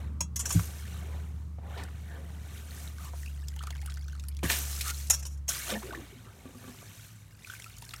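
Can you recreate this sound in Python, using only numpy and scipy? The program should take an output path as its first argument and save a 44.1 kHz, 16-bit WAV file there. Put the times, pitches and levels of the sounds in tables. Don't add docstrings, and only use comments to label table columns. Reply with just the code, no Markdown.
import sys
import numpy as np
from scipy import signal
from scipy.fft import rfft, irfft, next_fast_len
from scipy.io import wavfile
from scipy.ndimage import uniform_filter1d

SR = 44100
rng = np.random.default_rng(int(sys.argv[2]) if len(sys.argv) > 2 else 0)


def store_pcm(level_fs):
    pcm = np.round(np.clip(level_fs, -1, 1) * 32767).astype(np.int16)
    wavfile.write(sys.argv[1], SR, np.atleast_2d(pcm).T)


N = 352800
TIME = np.arange(N) / SR

# [f/Hz, relative level/dB, t60/s]
BOWL_MODES = [(969, -22, .12), (1130, -20, .1), (1620, -21, .1), (2050, -20, .1), (2590, -18, .08),
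              (2702, -23, .17), (2900, -23, .1), (3140, -20, .1), (3327, -18, .13), (3535, -23, .13),
              (3994, -22, .15), (4508, -24, .15), (5256, -14, .1), (5490, -12, .08), (5615, -10, .09),
              (5815, -11, .13), (5925, -7, .11), (6148, -9, .1), (6363, -6, .09), (6465, -11, .12),
              (6570, -1, .08), (6710, -7, .1), (6799, -6, .1), (6934, -7, .07), (7030, -4, .1),
              (7130, -6, .1), (7420, -10, .1), (7660, -10, .1), (7790, -11, .11), (8170, -9, .1),
              (8888, -10, .06), (9055, -12, .08), (9292, -6, .09), (9650, -13, .07), (10790, -13, .05),
              (11840, -15, .07)]
# [f/Hz, relative level/dB]
CLASH_SPECTRUM = [(240, -51), (400, -32), (553, -11), (730, -24), (1050, -17.5), (2020, -22.5),
                  (2500, -17.5), (3690, -20), (4880, -17.5), (5430, -1.5), (6950, -5), (8110, -7.5),
                  (9040, -8), (13500, -12.5), (16000, -26)]
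# [t/s, level/dB, chattering contact/s, treble tilt/dB per octave, favoured f/Hz]
CLINKS_ON_ICE = [(0.2064, -26, 0.0037, -3.5, 6300), (.359, -30, 0.0084, 0.5, 6140),
                 (.392, -31, 0.017, -1, 7500), (.454, -29.5, .007, -0.5, 5650),
                 (.492, -36, 0.0034, 3, 9300), (.505, -30, 0.0062, -4, 6250),
                 (.5235, -29.5, 0.0033, 5, 7500), (5.099, -20, 0.0035, 1, 6760),
                 (5.1039, -18, 0.006, -1, 6940), (5.128, -28.5, 0.02, -1, 5700),
                 (5.192, -46, 0.0081, 4, 6360), (5.226, -43.5, .0061, -3.5, 5750),
                 (5.252, -39.5, .003, -4.5, 5500), (5.262, -39.5, 0.0067, 1, 5670),
                 (5.16, -49, .05, -4.5, 5300), (5.296, -56.5, 0.052, 1, 5500), (5.373, -60, .005, -1, 6000),
                 (5.48, -33, 0.0053, -1, 6000), (5.488, -25, 0.005, 0, 6100)]
CLEAN_RING_DB, SLUSHY_RING_DB = -1, -6.5
FAVOUR_DB, FAVOUR_WIDTH_HZ = 4, 480


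def skimmer(size=12000):
    out, t = np.zeros(N), TIME[:size]
    for s, db, contact, tilt, favoured_hz in CLINKS_ON_ICE:
        detune = 1 + 0.0018 * rng.standard_normal()
        ring = sum(gain_of(level - 60 * t / t60) * np.sin(2 * np.pi * (hz * detune * t + rng.random()))
                   for hz, level, t60 in BOWL_MODES)
        clash = coloured(rng.standard_normal(size), CLASH_SPECTRUM) * gain_of(-60 * t / 0.053)
        crunch = gain_of(-12) * crested(band(burst(.03, size), 900, 4800))

        chatter = sparks(4000, 0.93, size) * (t < contact)
        chatter[0] = 1.9
        ring_db = CLEAN_RING_DB if s < 1 else SLUSHY_RING_DB
        strike = gain_of(ring_db) * crested(ring) + crested(clash) + crunch
        sound = signal.fftconvolve(chatter, strike)[:size]

        sound = coloured(sound, [(1500, -2 * tilt), (6000, 0.0048), (12000, tilt)])
        hz_axis = np.fft.rfftfreq(2 * size, 1 / SR)
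        favour = np.exp(-((hz_axis - favoured_hz) / FAVOUR_WIDTH_HZ) ** 2)
        sound = irfft(rfft(sound, 2 * size) * gain_of(FAVOUR_DB * favour))[:size]
        add(out, s, gain_of(db) * crested(sound))
    return out


# [t/s, level/dB]
WALL_KNOCKS = [(6.262, -54), (6.456, -40.5), (6.492, -45.5), (6.549, -46), (6.641, -44.5), (6.677, -44),
               (6.697, -47.5)]
# [f/Hz, relative level/dB, t60/s]
SUNKEN_MODES = [(260, 0, .11), (378, -2.5, 0.053), (487, -2, 0.052), (807, -9.5, 0.037), (1138, -7.5, .07),
                (1630, -14, .05)]
KNOCK_CONTACT_S = .008


def knocks(size=9000):
    out, t = np.zeros(N), TIME[:size]
    for s, db in WALL_KNOCKS:
        ring = sum(gain_of(level - 60 * t / t60) * np.sin(2 * np.pi * hz * rng.normal(1, .02) * t)
                   for hz, level, t60 in SUNKEN_MODES)
        grit = .25 * sparks(1500, 1, size) * (t < KNOCK_CONTACT_S)
        grit[0] = 1
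        add(out, s, gain_of(db) * crested(signal.fftconvolve(grit, ring)[:size]))
    return out


# [t/s, level/dB, band f/Hz, t60/s]
SPLASH_BURSTS = [(0.595, -33.5, 1870, .017), (1.584, -47, 700, .035), (1.766, -43.5, 596, 0.13),
                 (1.775, -47.5, 3100, .28), (1.885, -50.5, 1300, 0.062), (1.836, -44.5, 8000, .03),
                 (3.134, -45.5, 696, 0.045), (3.637, -46, 850, .025), (3.705, -46.5, 1100, .02),
                 (3.757, -48.5, 1400, .03), (4.429, -34.5, 510, 0.042), (4.434, -28.5, 236, 0.07),
                 (4.431, -39, 2000, .09), (4.499, -23, 2610, 0.034), (4.504, -33, 1100, 0.064),
                 (4.515, -31.5, 3230, 0.21), (4.809, -32.5, 3800, 0.056), (4.811, -30.5, 11000, 0.05),
                 (5.07, -44.5, 7600, .04), (5.703, -31, 3220, 0.021), (5.694, -38.5, 900, 0.1),
                 (5.738, -37, 2600, 0.057), (5.824, -49, 1990, 0.13), (5.926, -48, 2580, 0.034),
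                 (5.951, -47.5, 2780, 0.018), (6.826, -49, 706, 0.059), (7.936, -38, 2630, 0.033)]


def splashes(size=12000):
    out = np.zeros(N)
    for s, db, hz, t60 in SPLASH_BURSTS:
        grains = burst(t60, size) * (1.5 + abs(sparks(2300, 0.93, size)))
        add(out, s, gain_of(db) * crested(band(grains, hz / 1.74, hz * 1.34)))
    return out


# [t/s, level/dB before a 3.5 dB lift]
FLOOR_BLOWS = [(.549, -20), (4.431, -34.5)]
# [f/Hz, relative level/dB, t60/s]
BOARD_MODES = [(67, -3.5, 0.13), (99.4, 3.5, 0.15), (166.8, 1.5, .13), (285, -1.5, 0.053)]


def thumps(size=16000):
    out, t = np.zeros(N), TIME[:size]
    boom = sum(gain_of(db - 60 * t / t60) * np.sin(2 * np.pi * hz * t) for hz, db, t60 in BOARD_MODES)
    boom *= 1 - np.exp(-t / 0.018)
    for s, db in FLOOR_BLOWS:
        add(out, s, gain_of(db + 3.5) * crested(boom))
    return out


# [f/Hz, relative level/dB]
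FIZZ_SPECTRUM = [(1470, -9), (2500, -5.5), (4050, -4), (4910, -8), (5780, 0.5), (8800, -1), (10500, -5),
                 (14100, -4), (16000, -12.5)]
FINE_DB, FINE_FOLLOWS_FIZZ = -4, 0.44
CLUMP_DB, FIZZ_CLUMP_DB, CLUMPS_PER_S = 1.5, .8, 24


def slush(levels):
    slosh_level, trickle_level, fizz_level = levels
    slosh = bubbles(219.6, 1063, 1500, 3.37, 3.6, tilt_db=3.0)
    trickle = bubbles(1158, 2210, 1100, 9.0, 4.1, tilt_db=3.0, count=22)
    fine = bubbles(2246, 4250, 1400, 10.5, 3.4, tilt_db=1.3, count=22)
    beads = bubbles(4234, 14480, 1900, 22.3, 4.2, tilt_db=3.0, count=90)
    fizz = coloured(sparks(10000, 4.4), FIZZ_SPECTRUM) + gain_of(-3.5) * beads

    fizz_share = np.minimum(fizz_level / trickle_level, 1)
    fine_level = gain_of(FINE_DB) * trickle_level * fizz_share ** FINE_FOLLOWS_FIZZ
    clouds = (gain_of(-2.0) * slosh_level, slosh), (gain_of(-3.5) * trickle_level, trickle), (fine_level, fine)
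    out = np.zeros(N)
    for level, cloud in clouds:
        out += level * gain_of(CLUMP_DB * wander(CLUMPS_PER_S)) * steadied(cloud)
    fizz_clumps = gain_of(0.29 + FIZZ_CLUMP_DB * wander(CLUMPS_PER_S))
    return out + fizz_clumps * fizz_level * steadied(fizz)


# [crest t/s, rise by 20 dB/s, fall by 20 dB/s, slosh level/dB, trickle level/dB, fizz level/dB]
WATER_SURGES = [(.008, 2, 0.2, -55.5, -54.5, -63.5), (.477, 0.08, 0.04, -47, -51, -64),
                (.555, 0.12, 0.34, -48, -49.5, -41.5), (.96, .5, 0.6, -61, -55.5, -56),
                (1.19, 0.4, 0.25, -52.5, -57, -76), (1.811, 0.19, 0.13, -49, -47.5, -59.5),
                (2.1, 0.48, 0.5, -61.5, -61.5, -62.5), (2.14, 0.1, 1.25, -55, -60, -70),
                (2.33, .12, .5, -70, -63, -62.5), (2.58, 0.24, .4, -61, -55.5, -56),
                (2.8, 0.2, 0.33, -59.5, -56, -52.5), (2.885, 0.09, .08, -58, -60, -55.5),
                (3.055, 0.11, 0.14, -58.5, -54.5, -52), (3.2, 0.1, 0.3, -68, -65.5, -54),
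                (4.432, 0, 0.19, -41, -37.5, -36), (4.503, 0.0139, 0.2139, -41.5, -37.5, -29.5),
                (4.786, 0.29, 0.16, -68, -60, -41), (4.908, 0.1, 0.01, -74.5, -41, -35),
                (5.009, 0.16, 0.17, -84, -62, -44.5), (5.25, 0.1, 0.3, -67.5, -64.5, -68),
                (5.5, 0.02, 0.41, -61, -41, -35.5), (5.722, 0.0734, 0.04, -40, -38.5, -40.5),
                (5.931, 0.23, 0.65, -56, -53.5, -58), (6.468, 0.6, 0.55, -60, -64, -64),
                (6.68, 0.2, 0.56, -59, -58, -57), (7.05, 0.71, 0.35, -70, -58.5, -55.5),
                (7.55, .17, 0.44, -78, -58, -53.5), (7.93, 0.25, 1.5, -85, -72, -59)]


def agitation(flow):
    drain_mix = gain_of((-10.5, -14, -10.5))
    power = (drain_mix[:, None] * flow) ** 2
    for crest, rise, fall, slosh_db, trickle_db, fizz_db in WATER_SURGES:
        power += gain_of([slosh_db, trickle_db, fizz_db])[:, None] ** 2 * swell(crest, rise, fall)
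    return np.sqrt(power)


# [fullest flow t/s, rise by 20 dB/s, fall by 20 dB/s, flow level/dB, emptied t/s]
SKIMMER_DRAINS = [(3.78, 1, 1.7, -57, 4.43), (4.8, 0.12, 0.5, -51.5, 5.1), (7.549, 0.4, 1, -56.5, 8.2),
                  (7.93, 0.4, 6, -56.5, 8.2)]
DRY_OFF_S = .12


def drain_flow():
    power = np.zeros(N)
    for crest, rise, fall, db, empty in SKIMMER_DRAINS:
        drying_db = -20 * np.maximum(TIME - empty, 0) / DRY_OFF_S
        power += gain_of(db + drying_db) ** 2 * swell(crest, rise, fall)
    return np.sqrt(power)


# [t/s, bubble level/dB, bubble f/Hz, impact tick level/dB]
LARGE_DROPS = [(0.456, -32, 1570, -51), (.507, -37, 1660, -52), (.852, -43, 1740, -67.5),
               (2.575, -44.5, 3100, -61), (2.708, -39.5, 4107, -62), (2.875, -37.5, 3866, -50.5),
               (2.983, -43, 1500, -52), (3.231, -41, 1870, -53), (3.26, -36.5, 2580, -49),
               (3.484, -42, 5430, -53.5), (3.563, -48, 840, -49), (3.591, -34.5, 3050, -49),
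               (3.626, -45, 1350, -49.5), (3.636, -40.5, 1200, -45), (3.67, -37, 1340, -44),
               (3.705, -35.5, 3340, -44), (3.726, -41, 2040, -59), (3.758, -45, 2910, -60),
               (3.79, -45, 2170, -68), (3.827, -48, 796, -62), (3.86, -44, 2940, -48),
               (3.874, -42, 1463, -56), (3.904, -44, 3930, -49), (3.92, -45, 3300, -52),
               (3.971, -41.5, 1450, -51.5), (4.082, -45.5, 1490, -53), (4.129, -43.5, 1520, -60),
               (4.151, -47, 1310, -54.5), (4.197, -46.5, 2585, -56), (4.238, -49, 1340, -58),
               (4.39, -44.5, 2370, -54), (4.944, -37.5, 3980, -56), (7.446, -34.5, 2430, -67),
               (7.471, -44, 1460, -50), (7.498, -32, 1476, -50), (7.501, -38, 3300, -58),
               (7.52, -41, 1540, -66), (7.535, -35, 1510, -66), (7.551, -39, 2370, -55),
               (7.598, -38.5, 2120, -48), (7.621, -45, 3300, -48), (7.642, -37, 2530, -47),
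               (7.822, -44.5, 910, -45), (7.891, -45, 4130, -45.5), (7.908, -38, 3646, -49.5)]
STRAYS_PER_S, STRAY_DB, STRAY_SPREAD_DB, STRAY_TICK_DB = 36, 3.5, 4.5, -5.5
STRAY_LOW_HZ, STRAY_HIGH_HZ = 1146, 5300
CHIRP_SHARE, CHIRP_HZ, CHIRP_LIFE_S, CHIRP_OCTAVES, CHIRP_DB = .12, 1400, .011, .55, 1


def drips(flow):
    out = np.zeros(N)
    for s, bubble_db, hz, tick_db in LARGE_DROPS:
        add(out, s, drop(bubble_db, hz, tick_db))
    for k, (when, pitch, strength, chirp) in enumerate(rng.random((round(STRAYS_PER_S * N / SR), 4))):
        s = (k + when) / STRAYS_PER_S
        level = np.interp(s, TIME, flow) * gain_of(STRAY_DB + STRAY_SPREAD_DB * (2 * strength - 1))
        if level > 1e-4:
            hz = STRAY_LOW_HZ * (STRAY_HIGH_HZ / STRAY_LOW_HZ) ** pitch
            add(out, s, level * drop(0, hz, STRAY_TICK_DB))
            if chirp < CHIRP_SHARE:
                rising = bubble(CHIRP_HZ * 2 ** (pitch - .5), CHIRP_LIFE_S, CHIRP_OCTAVES)
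                add(out, s, level * gain_of(CHIRP_DB) * rising)
    return out


DRIP_CYCLES, DRIP_LAG_S = 9, 0.001002


def drop(bubble_db, hz, tick_db, size=4000):
    spray = np.zeros(size)
    for delay, tiny_hz in rng.uniform([0, 3500], [.003, 10000], (3, 2)):
        add(spray, delay, bubble(tiny_hz, 0.0033, 0.095))
    crack = band(burst(.024, size), 1100, 7000, order=1)
    crack = coloured(crack, np.transpose([np.geomspace(1500, 15000, 12), rng.normal(0, 4, 12)]))
    sound = gain_of(tick_db) * (crested(crack) + gain_of(-5.5) * crested(spray))
    add(sound, DRIP_LAG_S, gain_of(bubble_db) * bubble(hz, DRIP_CYCLES / hz, rng.uniform(0, 0.12)))
    return sound


# [t/s, level/dB, starting f/Hz, life/s, rise/octaves]
LARGE_BUBBLES = [(3.607, -39, 1230, 0.01, .49), (3.673, -43, 1157, 0.018, 0.5),
                 (3.883, -46, 1190, 0.017, 1), (2.995, -45.5, 1200, 0.021, 0.22),
                 (3.276, -44.5, 2530, 0.01, .25), (5.72, -31, 210, 0.083, 0.06),
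                 (5.83, -41.5, 370, 0.053, 0.1), (5.908, -36.5, 1480, 0.0094, .1),
                 (5.974, -43, 1075, .014, .1), (5.948, -34.5, 1700, .0066, 0.38),
                 (5.972, -40, 329, 0.036, .1), (6.015, -43, 285, 0.032, .08), (6.124, -43.5, 375, .018, .1),
                 (6.159, -48, 247, 0.045, 0.08), (6.486, -41, 252, 0.016, .1),
                 (6.55, -44.5, 248, 0.033, .084), (7.662, -42, 1320, 0.015, .1),
                 (7.939, -34, 1294, 0.0051, 0.065)]
GLUG_ROUGH, GLUG_WOBBLES_PER_S = 0.33, 150
GURGLES_PER_S, GURGLE_DB, GURGLE_CYCLES, GURGLE_OCTAVES = 26, -4.5, 12.4, 0.37
GURGLE_LOW_HZ, GURGLE_HIGH_HZ = 482, 1773


def glugs(slosh):
    out = np.zeros(N)
    for s, db, hz, life, rise in LARGE_BUBBLES:
        ring = bubble(hz, life, rise)
        wobble = 1 + GLUG_ROUGH * wander(GLUG_WOBBLES_PER_S, size=len(ring))
        add(out, s, gain_of(db) * ring * wobble)
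    for when, pitch, climb in rng.random((round(GURGLES_PER_S * N / SR), 3)):
        s = when * N / SR
        hz = GURGLE_LOW_HZ * (GURGLE_HIGH_HZ / GURGLE_LOW_HZ) ** pitch
        level = np.interp(s, TIME, slosh) * gain_of(GURGLE_DB)
        add(out, s, level * bubble(hz, GURGLE_CYCLES / hz, GURGLE_OCTAVES * climb))
    return out


# [t/s, length/s, level/dB, starting f/Hz, final f/Hz, width/Hz]
AIR_SWIRLS = [(1.602, 0.17, -55.5, 650, 780, 420), (1.739, .13, -54, 749, 801, 400),
              (2.05, 0.14, -57.5, 1773, 1630, 320), (2.144, 0.081, -57.5, 453, 500, 300),
              (3.023, 0.078, -57, 1143, 1074, 322), (4.44, 0.026, -42.5, 1805, 1720, 140),
              (4.846, 0.083, -45.5, 1260, 1415, 170), (5.719, .012, -36.5, 513, 415, 150),
              (5.726, 0.059, -42.5, 452, 399, 300), (5.734, 0.051, -47, 644, 896, 300),
              (5.748, 0.024, -42, 1766, 1850, 150), (5.818, 0.02, -48, 647, 1390, 260),
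              (5.92, 0.028, -44.5, 560, 1680, 260), (5.828, .21, -50, 420, 340, 240),
              (6.255, .05, -60, 1300, 1200, 300)]


def swirls():
    out = np.zeros(N)
    for s, length, db, from_hz, to_hz, width_hz in AIR_SWIRLS:
        u = TIME[:round(length * SR)] / length
        turn = np.exp(2j * np.pi * np.cumsum(from_hz * (to_hz / from_hz) ** u) / SR)
        churn = rng.standard_normal((2, 16000))
        low_pass = signal.butter(2, width_hz / 2, fs=SR, output="sos")
        churn = signal.sosfilt(low_pass, churn[0] + 1j * churn[1])
        gliding = (turn * churn[-len(u):]).real
        add(out, s, gain_of(db) * evened(gliding * np.sqrt(np.sin(np.pi * u))))
    return out


# [t/s, level/dB, centre f/Hz]
ICE_TICKS = [(3.484, -38.5, 6600), (3.67, -46, 7500), (3.705, -45, 6900), (3.815, -50, 4900),
             (3.86, -42, 8700), (3.898, -47, 4000), (3.941, -45.5, 7100), (4.1235, -54, 6300),
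             (4.1966, -45, 6240), (4.238, -50, 7300), (4.285, -38, 9300), (4.368, -46, 4700),
             (7.767, -49, 6100), (7.784, -44.5, 6650), (7.823, -50, 5530), (7.851, -46, 6000),
             (7.938, -40.5, 7600), (7.9626, -44, 7000)]
TICK_T60_S, TICK_COLOUR_DB = 0.02, 5


def ticks(size=3000):
    out = np.zeros(N)
    for s, db, hz in ICE_TICKS:
        grain = np.transpose([np.geomspace(1500, 15000, 24), TICK_COLOUR_DB * rng.standard_normal(24)])
        click = band(burst(TICK_T60_S, size), hz / 1.28, hz * 1.28, order=1)
        add(out, s, gain_of(db) * crested(coloured(click, grain)))
    return out


THREAD_CREST_S, THREAD_RISE_S, THREAD_FALL_S, THREAD_DB = 4, 0.05, .3, -59
THREAD_LOW_HZ, THREAD_HIGH_HZ = 4400, 7400


def dribble(flow):
    plinks = bubbles(1400, 12000, 230, 14, 2.0, tilt_db=1.2, count=70)
    patter = bubbles(THREAD_LOW_HZ, THREAD_HIGH_HZ, 130, 18, 3.4, tilt_db=-1.5, count=24)
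    thread = gain_of(THREAD_DB) * np.sqrt(swell(THREAD_CREST_S, THREAD_RISE_S, THREAD_FALL_S))
    return gain_of(-4.0) * flow * steadied(plinks, size=7000) + thread * steadied(patter, size=6000)


CRACKLES_PER_S, CRACKLE_SPREAD_DB, CRACKLE_DB = 110, 5, -7.5


def crackle(flow, count=8):
    snaps = np.zeros(N)
    for hz in np.geomspace(2500, 9000, count):
        clicks = sparks(CRACKLES_PER_S / count, CRACKLE_SPREAD_DB)
        snap = band(burst(0.0085, size=900), hz / 2.2, hz * 2.5, order=1)
        snaps += signal.oaconvolve(clicks, snap)[:N]
    return gain_of(CRACKLE_DB) * flow * steadied(snaps, size=7000)


# [f/Hz, t60/s]
ROOM_DECAY = [(100, 0.12), (1000, 0.13), (6000, 0.055), (16000, 0.092)]


def cabin(x, size=16384):
    taps = sparks(3000, 0.58, size) * (TIME[:size] > .003)
    hz, t, z = signal.stft(taps, SR, nperseg=256)
    tail = signal.istft(z * gain_of(-60 * t / read(ROOM_DECAY, hz)[:, None]), SR, nperseg=256)[1]
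    return signal.oaconvolve(x, tail / np.linalg.norm(tail))[:N]


# [t/s, f/Hz, rms hum level/dB before it wavers]
FAN_HUM = [(0, 73.1, -36.5), (.85, 74.5, -40), (1.17, 75.5, -35), (1.42, 74.7, -39), (2.7, 74.7, -43),
           (3.35, 70.8, -36.5), (5.4, 70.8, -37), (5.56, 65.8, -47.5), (5.998, 62, -50.5), (6.4, 53, -72),
           (7.4, 52, -71), (8, 59, -52)]
# [octave f/Hz, rms level/dB]
FAN_OCTAVE = [(104, -56), (115, -52.5), (124, -63.5), (142, -53.5), (149, -83)]
# [f/Hz, relative level/dB]
BURNER_SPECTRUM = [(18, -38), (30, -28), (51, 1.5), (81, -2.5), (100, 3), (124, -4.5), (183, -10.5),
                   (313, -24.5), (581, -35), (744, -43), (1200, -33), (1560, -46), (2640, -120)]
# [t/s, level/dB]
BURNER_LEVEL = [(0, -40.5), (.6, -48), (1.2, -47), (4, -52.5), (6.3, -53), (8, -56.5)]
# [f/Hz, relative level/dB]
HISS_SPECTRUM = [(25, -26), (60, 21), (120, -0.5), (400, -13), (1000, -6), (3000, -18), (8000, -18),
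                 (16000, -28)]
WAVER_DB, WAVERS_PER_S = 0.7, 7.6


def heater():
    s, *columns = np.transpose(FAN_HUM)
    hz, hum_db = (np.interp(TIME, s, c) for c in columns)
    angle = 2 * np.pi * np.cumsum(hz) / SR
    hum = gain_of(hum_db + WAVER_DB * wander(WAVERS_PER_S)) * np.sin(angle)
    hum += gain_of(read(FAN_OCTAVE, 2 * hz)) * np.sin(2 * angle)
    hum += gain_of(hum_db - 38.5) * np.sin(4 * angle)

    flame = evened(band(coloured(rng.standard_normal(N), BURNER_SPECTRUM), 85.6, 2100))
    flue_db = -11 + 1.6 * (hz - 74)
    flue = gain_of(flue_db) * evened(band(rng.standard_normal(N), 168.3, 176.2))
    rumble = (flame + flue) * gain_of(np.interp(TIME, *np.transpose(BURNER_LEVEL)))
    hiss = gain_of(-63.0) * coloured(rng.standard_normal(N), HISS_SPECTRUM)
    return np.sqrt(2) * hum + rumble + hiss


def bubble(hz, life, rise, fade=1.57):
    u = np.arange(0, 1.5, 1 / (life * SR))
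    turns = np.cumsum(hz * 2 ** (rise * u ** 2)) / SR
    return np.sin(2 * np.pi * turns) * (1 - np.exp(-turns)) * np.exp(-fade * u ** 2)


def bubbles(low_hz, high_hz, per_s, cycles, spread_db, tilt_db, count=44):
    out = np.zeros(N)
    for hz in np.geomspace(low_hz, high_hz, count) * rng.uniform(0.93, 1.02, count):
        ring = bubble(hz, cycles * rng.uniform(0.52, 1.56) / hz, rng.uniform(0, 0.18))
        when, luck, side = rng.random((round(per_s / count * N / SR), 3)).T
        level_db = spread_db * np.minimum(-np.log(luck), 4) + tilt_db * np.log2(hz / low_hz)
        strength = np.sign(side - .5) * gain_of(level_db)
        at = (when * N).astype(int)[:, None] + np.arange(len(ring))
        out += np.bincount(at.ravel(), np.outer(strength, ring).ravel(), N)[:N]
    return evened(out)


def burst(t60, size=12000):
    return rng.standard_normal(size) * gain_of(-60 * TIME[:size] / t60)


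def sparks(per_s, spread_db, size=N):
    strength = gain_of(spread_db * np.minimum(rng.exponential(1, size), 4))
    return strength * rng.choice([-1, 1], size) * (rng.random(size) < per_s / SR)


def swell(crest, rise, fall):
    away = np.where(TIME < crest, ((crest - TIME) / rise) ** 2, (TIME - crest) / fall)
    return gain_of(-20 * np.minimum(away, 10)) ** 2


def wander(per_s, size=N):
    return np.interp(TIME[:size] * per_s, np.arange(400), rng.standard_normal(400))


def gain_of(db):
    return 10 ** (np.asarray(db) / 20)


def evened(x):
    return x / np.sqrt(np.mean(x ** 2) + 1e-20)


def crested(x):
    return x / np.sqrt(uniform_filter1d(x ** 2, size=220).max() + 1e-20)


def steadied(x, size=2600):
    return x / np.sqrt(uniform_filter1d(uniform_filter1d(x ** 2, size), size) + 1e-4)


def read(points, hz):
    f, value = np.transpose(points)
    return np.interp(np.log(hz + 1), np.log(f + 1), value)


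def coloured(x, spectrum):
    size = next_fast_len(len(x) + 4096)
    gain = gain_of(read(spectrum, np.fft.rfftfreq(size, 1 / SR)))
    return evened(irfft(rfft(x, size) * gain, size)[:len(x)])


def band(x, low_hz, high_hz, order=2):
    edges = [low_hz, min(high_hz, .45 * SR)]
    return signal.sosfilt(signal.butter(order, edges, "band", fs=SR, output="sos"), x)


def add(mix, s, sound):
    part = mix[max(round(s * SR), 0):][:len(sound)]
    part += sound[:len(part)]


def scene():
    flow = drain_flow()
    levels = agitation(flow)
    water = slush(levels) + splashes() + drips(flow) + dribble(flow)
    water += glugs(levels[0]) + swirls() + ticks() + crackle(flow)
    steel = skimmer() + knocks()
    reflections = cabin(gain_of(-13.5) * water + gain_of(-11.0) * steel)
    return (water + steel + reflections + thumps() + heater())[None]


EDGE_HZ = 16200


def record(dry):
    dry = signal.sosfilt(signal.butter(2, 38, "high", fs=SR, output="sos"), dry)
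    low_pass = signal.firwin(511, EDGE_HZ, window=("kaiser", 9), fs=SR)
    return signal.oaconvolve(dry, low_pass[None], "same")


dry = scene()
out = record(dry)
store_pcm(out)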